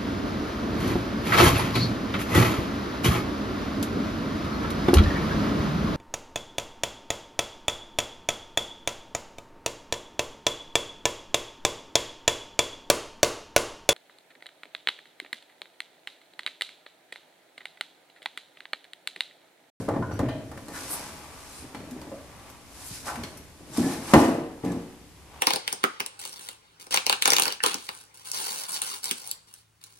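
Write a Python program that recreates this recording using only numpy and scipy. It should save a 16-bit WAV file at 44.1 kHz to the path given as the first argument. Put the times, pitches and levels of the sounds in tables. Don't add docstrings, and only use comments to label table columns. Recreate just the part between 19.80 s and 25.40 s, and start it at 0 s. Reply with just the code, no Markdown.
import sys
import numpy as np
from scipy import signal
from scipy.fft import rfft, irfft, next_fast_len
from scipy.io import wavfile

SR = 44100
rng = np.random.default_rng(int(sys.argv[2]) if len(sys.argv) > 2 else 0)


def wav_out(sig):
    wavfile.write(sys.argv[1], SR, np.round(np.clip(np.atleast_2d(sig).T, -1, 1) * 32767).astype(np.int16))


N = 246959
TIME = np.arange(N) / SR
EDGE_HZ = 15600


def amp(db):
    return 10 ** (np.asarray(db) / 20)


def unit(x, count=None):
    return x / np.sqrt(np.mean(x[..., :count] ** 2) + 1e-20)


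def read(points, hz):
    f, value = np.transpose(points)
    return np.interp(np.log(hz + 1), np.log(f + 1), value)


def add(mix, start_s, sound):
    part = mix[:, max(round(start_s * SR), 0):][:, :sound.shape[1]]
    part += sound[:, :part.shape[1]]


def noise(n, alike_hz=1900, most=1):
    a, b = rfft(rng.standard_normal((2, n)))
    same = min(most, 1) / (1 + (np.fft.rfftfreq(n, 1 / SR) / alike_hz) ** 2)
    right = same * a + np.sqrt(1 - same ** 2) * b
    return irfft(np.array([a, right]), n)


def colour(x, spectrum):
    n = next_fast_len(x.shape[-1])
    gain = amp(read(spectrum, np.fft.rfftfreq(n, 1 / SR)))
    return unit(irfft(rfft(x, n) * gain, n)[..., :x.shape[-1]])


def cut(x, hz, kind):
    hz = np.clip(hz, 20, SR / 2 - 100)
    return signal.sosfilt(signal.butter(2, hz, kind, fs=SR, output="sos"), x)


def wander(n, hz):
    t = np.arange(n) / SR * hz
    return unit(np.interp(t, np.arange(n), rng.standard_normal(n)))


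def swell(peak_s, rise_s, fall_s):
    shape = 1.14
    away = (TIME - peak_s) / np.where(TIME < peak_s, rise_s, fall_s)
    return np.exp(-np.minimum(abs(away), 20) ** shape)


def friction(per_s, slip_s, spread_db, smooth):
    sizes = amp(spread_db * np.minimum(rng.exponential(1, N), 3))
    slips = (rng.random(N) < per_s / SR) * sizes
    power = signal.lfilter([1], [1, -np.exp(-2 / (slip_s * SR))], slips ** 2)
    return noise(next_fast_len(N))[:, :N] * np.sqrt(power / power.mean() + abs(smooth))


def quiet_air():
    # (pitch_hz, gain_db)
    air_colour = [(25, -4.5), (45, -3.5), (70, 9), (110, -1), (200, -4.5), (400, -8), (1000, -22),
                  (2000, -17.5), (5000, -20), (11000, -22.5), (15500, -34)]
    level_db = -51.5
    return amp(level_db) * colour(noise(next_fast_len(N), most=0.72)[:, :N], air_colour)


def garage(x, first_s=0.0041):
    # (pitch_hz, time to fall by 60 dB t60_s)
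    wall_ring = [(100, 0.42), (300, 0.84), (1000, 0.66), (3000, 0.7), (8000, 0.28), (15000, 0.2)]
    hz, t, bands = signal.stft(noise(SR), SR, nperseg=256)
    fade = amp(-60 * t / read(wall_ring, hz)[:, None])
    tail = signal.istft(bands * fade, SR, nperseg=256)[1]
    tail = tail * (np.arange(tail.shape[1]) > first_s * SR)
    return signal.fftconvolve(x, tail / np.linalg.norm(tail[0]), axes=1)[:, :N]


def slide():
    # (pitch_hz, gain_db)
    swish_colour = [(500, -35), (1500, -1.5), (3000, -3.5), (5000, 2.5), (7000, 1), (9500, 2), (11800, -2),
                    (13500, -9), (15500, -27)]
    # (pitch_hz, gain_db)
    rub_colour = [(150, -5), (300, 0), (550, -2), (850, 4.5), (1150, 3), (1400, -2.5), (1750, -4.5),
                  (2400, -4), (4000, -13.5), (9000, -24)]
    # (peak_s, rise_s, fall_s, swish_db, rub_db)
    strokes = [(0, .01, 0.076, -49, -53), (.79, 0.051, 0.039, -59, -52), (.96, 0.025, 0.15, -41, -44),
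               (1.14, 0.15, 0.16, -39.5, -42.5), (1.79, 0.29, 0.069, -48, -72),
               (2.7, 0.33, 0.091, -59, -51.5), (3.02, 0.098, 0.054, -47.5, -52.5),
               (3.15, 0.11, 0.077, -40, -54), (3.275, 0.02, 0.054, -37, -36.5),
               (3.41, 0.097, 0.2, -50.5, -51), (3.975, 0.031, 0.12, -38, -41),
               (4.12, 0.12, 0.069, -38.5, -39.5), (4.31, 0.093, 0.057, -40.5, -41.5),
               (4.39, 0.087, 0.091, -34, -31), (4.86, 0.033, 0.17, -52.5, -45),
               (5.6, 0.12, .05, -64.5, -48.5)]
    # (peak_s, rise_s, fall_s, swish_db, rub_db)
    rustle = (1.31, 0.35, 1.4, -54, -49)
    rest_swish_db, rest_rub_db = -66.5, -65

    swish = colour(friction(per_s=900, slip_s=.0008, spread_db=2, smooth=1.6), swish_colour)
    rub = colour(friction(per_s=400, slip_s=.002, spread_db=2, smooth=1.2), rub_colour)
    swish_power, rub_power = amp(rest_swish_db) ** 2, amp(rest_rub_db) ** 2
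    for *timing, swish_db, rub_db in [rustle, *strokes]:
        speed = swell(*timing)
        swish_power = swish_power + (amp(swish_db) * speed) ** 2
        rub_power = rub_power + (amp(rub_db) * speed) ** 2
    return swish * np.sqrt(swish_power) + rub * np.sqrt(rub_power)


def scuff(half_s, hz, octaves, db):
    n = next_fast_len(int(6 * half_s * SR))
    away = np.log2((np.fft.rfftfreq(n, 1 / SR) + 1) / hz) / octaves
    band = irfft(rfft(noise(n)) / (1 + away ** 4), n)
    grainy = unit(band * amp(2.0 * wander(n, 352)))
    return amp(db) * grainy * np.exp(-np.linspace(-3, 3, n) ** 2)


def drag(free_low_hz=190):
    # (time_s, level_db)
    drag_level = [(0, -35), (.3, -39), (.45, -31.5), (.68, -46.5), (1.2, -45.5), (1.5, -56), (3, -60),
                  (5.6, -72)]
    # (pitch_hz, gain_db)
    drag_colour = [(40, -4.5), (70, 2), (97, 7.5), (135, 8), (200, 2.5), (280, 5.5), (380, -3.5), (540, -6),
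                   (630, -2), (800, -21.5), (1000, -37.5), (1500, -17), (3000, -29.5), (8000, -51)]
    # (peak_s, rise_s, fall_s, level_db)
    judders = [(1.85, .04, 0.018, -39.5), (1.98, 0.025, 0.23, -39.5), (2.29, 0.2, 0.12, -44.5),
               (3.43, 0.13, .11, -38.5), (4.06, 0.12, 0.17, -34.5), (4.57, 0.25, 0.13, -36)]

    slips = colour(friction(per_s=130, slip_s=0.002, spread_db=-1.0, smooth=0.9), drag_colour)
    free = np.interp(TIME, [.7, 1.1], [0, 1])
    shaken = (1 - free) * slips + free * cut(slips, free_low_hz, "high")
    power = amp(np.interp(TIME, *np.transpose(drag_level))) ** 2
    for *timing, db in judders:
        power = power + (amp(db) * swell(*timing)) ** 2
    return shaken * np.sqrt(power)


def squeak(length_s, start_hz, end_hz, db, jitter=0.054, jitter_hz=900, fade_db=8):
    u = np.linspace(0, 1, int(length_s * SR))
    glide_hz = start_hz + (end_hz - start_hz) * u
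    hz = glide_hz * (1 + jitter * wander(len(u), jitter_hz))
    level = amp(1.9 * wander(len(u), 293) - fade_db * u)
    tone = np.sin(2 * np.pi * np.cumsum(hz) / SR) * level
    return amp(db) * unit(tone * signal.windows.tukey(len(u), .1)) * np.ones((2, 1))


def tick(db, hz, t60, snap_db=-3, snap_t60=0.067, top_hz=12000):
    # (multiple of the main ring, level_db)
    fitting = [(0.492, -2.5), (.79, 0.5), (0.999, 5), (1.32, -3.5)]
    t = np.arange(SR // 4) / SR
    snap = cut(noise(len(t), alike_hz=4950), 810, "high") * amp(snap_db - 60 * t / snap_t60)
    ring = 0
    for multiple, level_db in fitting:
        f = hz * multiple
        if f < EDGE_HZ:
            narrow = signal.lfilter(*signal.iirpeak(f, f / 130, SR), noise(len(t)))
            ring = ring + amp(level_db) * unit(narrow)
    onset = 1 - np.exp(-t / 0.0005)
    sound = (snap + unit(ring) * amp(-60 * t / t60)) * onset
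    return amp(db) * unit(cut(sound, top_hz, "low"), count=300)


def boom(hz, t60, db, rise_s=0.01):
    t = np.arange(SR // 2) / SR
    fade = amp(db - 60 * t / t60)
    return np.sin(2 * np.pi * hz * t) * fade * (1 - np.exp(-t / rise_s)) * np.ones((2, 1))


def blow(db, low_hz, hard_hz, ring, crowd_db=-1.0, crowd_t60=0.68, clack_db=-2, clack_t60=0.074,
         rise_s=0.00037):
    # (pitch_hz, level_db)
    modes = [(73, 1), (95, 0), (124, -3.5), (175, -2), (232, -3), (265, 3), (293, 1), (328, -4),
             (361, -6.5), (468, -6), (520, -15.5), (574, -21), (630, -13), (681, -9), (748, -9), (828, -5),
             (965, -5), (1049, -21.5), (1113, -18.5), (1185, -12.5), (1324, -37), (1814, -4), (1890, -12),
             (2030, -7)]
    # (pitch_hz, gain_db)
    plate = [(40, -9), (90, 4), (280, 4.5), (400, 0), (700, -3.5), (1150, -4), (1500, -10.5), (2000, -14),
             (2600, -16.5), (5000, -11), (10000, -6), (15000, -42.5)]
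    # (pitch_hz, time to fall by 60 dB t60_s)
    free_ring = [(100, 0.42), (320, 0.65), (600, 0.54), (2000, 0.35)]
    held_db, free_db = 8.5, -3

    t = np.arange(SR) / SR
    tones = 0
    for hz, level_db in modes:
        fade = amp(level_db - 60 * t / (read(free_ring, hz) * ring))
        tones = tones + fade * np.sin(2 * np.pi * hz * t + rng.uniform(0, 2 * np.pi))
    crowd_fade = amp(crowd_db - 60 * t / (crowd_t60 * ring))
    clack_fade = amp(clack_db - 60 * t / clack_t60)
    crowd = colour(noise(len(t)), plate) * (crowd_fade + clack_fade)
    clatter_db = held_db + (free_db - held_db) * ring
    sound = (unit(tones, count=900) + amp(clatter_db) * crowd) * (1 - np.exp(-t / rise_s))
    return amp(db) * unit(cut(cut(sound, low_hz, "high"), hard_hz, "low"), count=1300)


def carried(x):
    # (time_s, head start of the left channel lead_s)
    lead = [(0, 0), (2, 0.00003), (4, 0.00012)]
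    late_s = np.interp(TIME, *np.transpose(lead))
    return np.array([x[0], np.interp(TIME - late_s, TIME, x[1])])


def scene():
    # (peak_s, half_length_s, centre_hz, half_width_octaves, level_db)
    scuff_table = [(.962, 0.027, 1520, 0.36, -40.5), (1.13, 0.032, 10100, 0.37, -32),
                   (1.784, 0.049, 9100, 0.18, -51), (3.071, 0.027, 9500, 0.5, -41.5),
                   (3.294, 0.024, 1030, 0.68, -33.5), (3.348, 0.039, 920, 0.48, -41.5),
                   (3.414, 0.035, 170, 0.93, -55), (4.066, 0.074, 795, 0.11, -41.5)]
    # (start_s, length_s, start_hz, end_hz, level_db)
    squeak_table = [(0.15, 0.027, 1850, 1830, -51), (.224, 0.03, 1454, 1428, -40.5),
                    (.225, .03, 1034, 1000, -40.5), (0.276, 0.03, 1414, 1510, -50),
                    (0.311, 0.0245, 1444, 1286, -46), (0.471, 0.16, 631, 643, -43),
                    (2.316, 0.0318, 540, 628, -39.5), (4.025, 0.13, 1790, 1727, -47.5),
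                    (4.869, 0.072, 1773, 1707, -52.5)]
    # (start_s, level_db, main_ring_hz, t60_s)
    tick_table = [(.087, -46, 9100, 0.036), (.316, -53, 5790, 0.37), (.335, -55, 11900, 0.14),
                  (.3905, -42, 3860, 0.0082), (.4854, -46.5, 3120, 0.46), (.487, -47.5, 3650, 0.094),
                  (.7144, -47, 1350, 0.032), (.7747, -46.5, 1700, 0.036), (.883, -45.5, 8500, 0.02),
                  (1.947, -43, 2400, 0.069), (1.953, -54, 4340, 0.35), (2.109, -46.5, 13700, .03),
                  (2.2145, -46.5, 4540, 0.019), (2.70, -50, 12200, 0.029), (3.356, -38.5, 1990, 0.062),
                  (3.4345, -39.5, 2190, 0.072), (3.4352, -38, 4290, 0.076), (3.5714, -45.5, 11650, 0.095),
                  (3.934, -44, 7400, 0.2), (3.9714, -33.5, 11200, 0.044), (4.3356, -23, 2740, 0.023),
                  (4.848, -45.5, 8100, 0.027), (4.9178, -44.5, 7800, 0.046)]
    # (start_s, pitch_hz, t60_s, level_db before rise)
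    boom_table = [(0.087, 113.5, 0.41, -27), (0.327, 98.2, 0.25, -25), (.424, 273.2, 0.48, -23),
                  (2.113, 251.4, 0.18, -26), (3.375, 237, 0.15, -25.5), (3.98, 236, 0.17, -10.5),
                  (4.341, 202, 0.091, -12.5), (4.837, 183, 0.19, -25)]
    # (start_s, level_db, lowest_hz that the spot excites,
    # hardness_hz of the contact, ring as a share of the free ring)
    blow_table = [(0.002, -34.5, 161, 553, 0.37), (0.081, -28, 120, 700, 0.35),
                  (0.0874, -29.5, 666, 1070, 0.16), (0.107, -31, 200, 940, 0.38),
                  (0.137, -31.5, 436, 1030, 0.18), (0.159, -26.5, 250, 696, 0.35),
                  (0.191, -27.5, 90, 160, .54), (0.224, -40.5, 696, 1180, 0.095),
                  (0.311, -38.5, 546, 1190, .25), (0.3923, -27, 140, 1290, 0.39),
                  (0.428, -31.5, 120, 300, 0.25), (0.486, -41, 607, 1690, 1),
                  (0.714, -43.5, 497, 1700, 0.43), (0.775, -47, 686, 1500, 0.12),
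                  (0.882, -41.5, 210, 1480, 1), (1.947, -40, 293, 2600, 0.12), (2, -55, 220, 1200, 0.37),
                  (2.162, -41, 200, 600, .2), (2.215, -44, 310, 1210, 0.41), (2.27, -43.5, 220, 450, 0.56),
                  (2.317, -43, 483, 604, 0.23), (3.104, -42.5, 81, 151, 0.32), (3.385, -45, 45, 100, 0.73),
                  (3.434, -41.5, 130, 1300, .23), (3.8057, -48.5, 166, 430, 0.5),
                  (3.981, -21.5, 200, 287, 0.95), (4.039, -35, 223, 400, 1), (4.3354, -9, 153, 1840, 0.27),
                  (4.344, -16.5, 104, 450, 0.27), (4.36, -13, 172, 700, 0.88),
                  (4.4267, -21.5, 239, 1110, 0.86), (4.48, -25, 246, 613, 0.74),
                  (4.836, -27, 170, 523, 0.83), (4.902, -28.5, 170, 342, 0.82), (4.96, -33, 128, 434, 0.86)]

    panel, small, scuffs = np.zeros((3, 2, N))
    for mix, table, source in [(panel, blow_table, blow), (panel, boom_table, boom),
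                               (small, tick_table, tick), (small, squeak_table, squeak)]:
        for start_s, *row in table:
            add(mix, start_s, source(*row))
    for peak_s, *row in scuff_table:
        stroke = scuff(*row)
        add(scuffs, peak_s - stroke.shape[1] / SR / 2, stroke)
    panel = carried(panel)
    rubbing = drag() + slide() + scuffs
    panel_high = cut(panel, 390, "high")
    room = garage(amp(-9.5) * panel_high + amp(-7.5) * small + amp(-8.5) * rubbing)
    balance = amp([[.35], [-.35]])
    return (panel + small + rubbing + room + quiet_air()) * balance


def record(dry):
    rounded = dry / (1 + dry ** 6) ** (1 / 6)
    low_pass = signal.firwin(511, EDGE_HZ, window=("kaiser", 9), fs=SR)
    return signal.oaconvolve(rounded, low_pass[None], "same")


dry = scene()
out = record(dry)
wav_out(out)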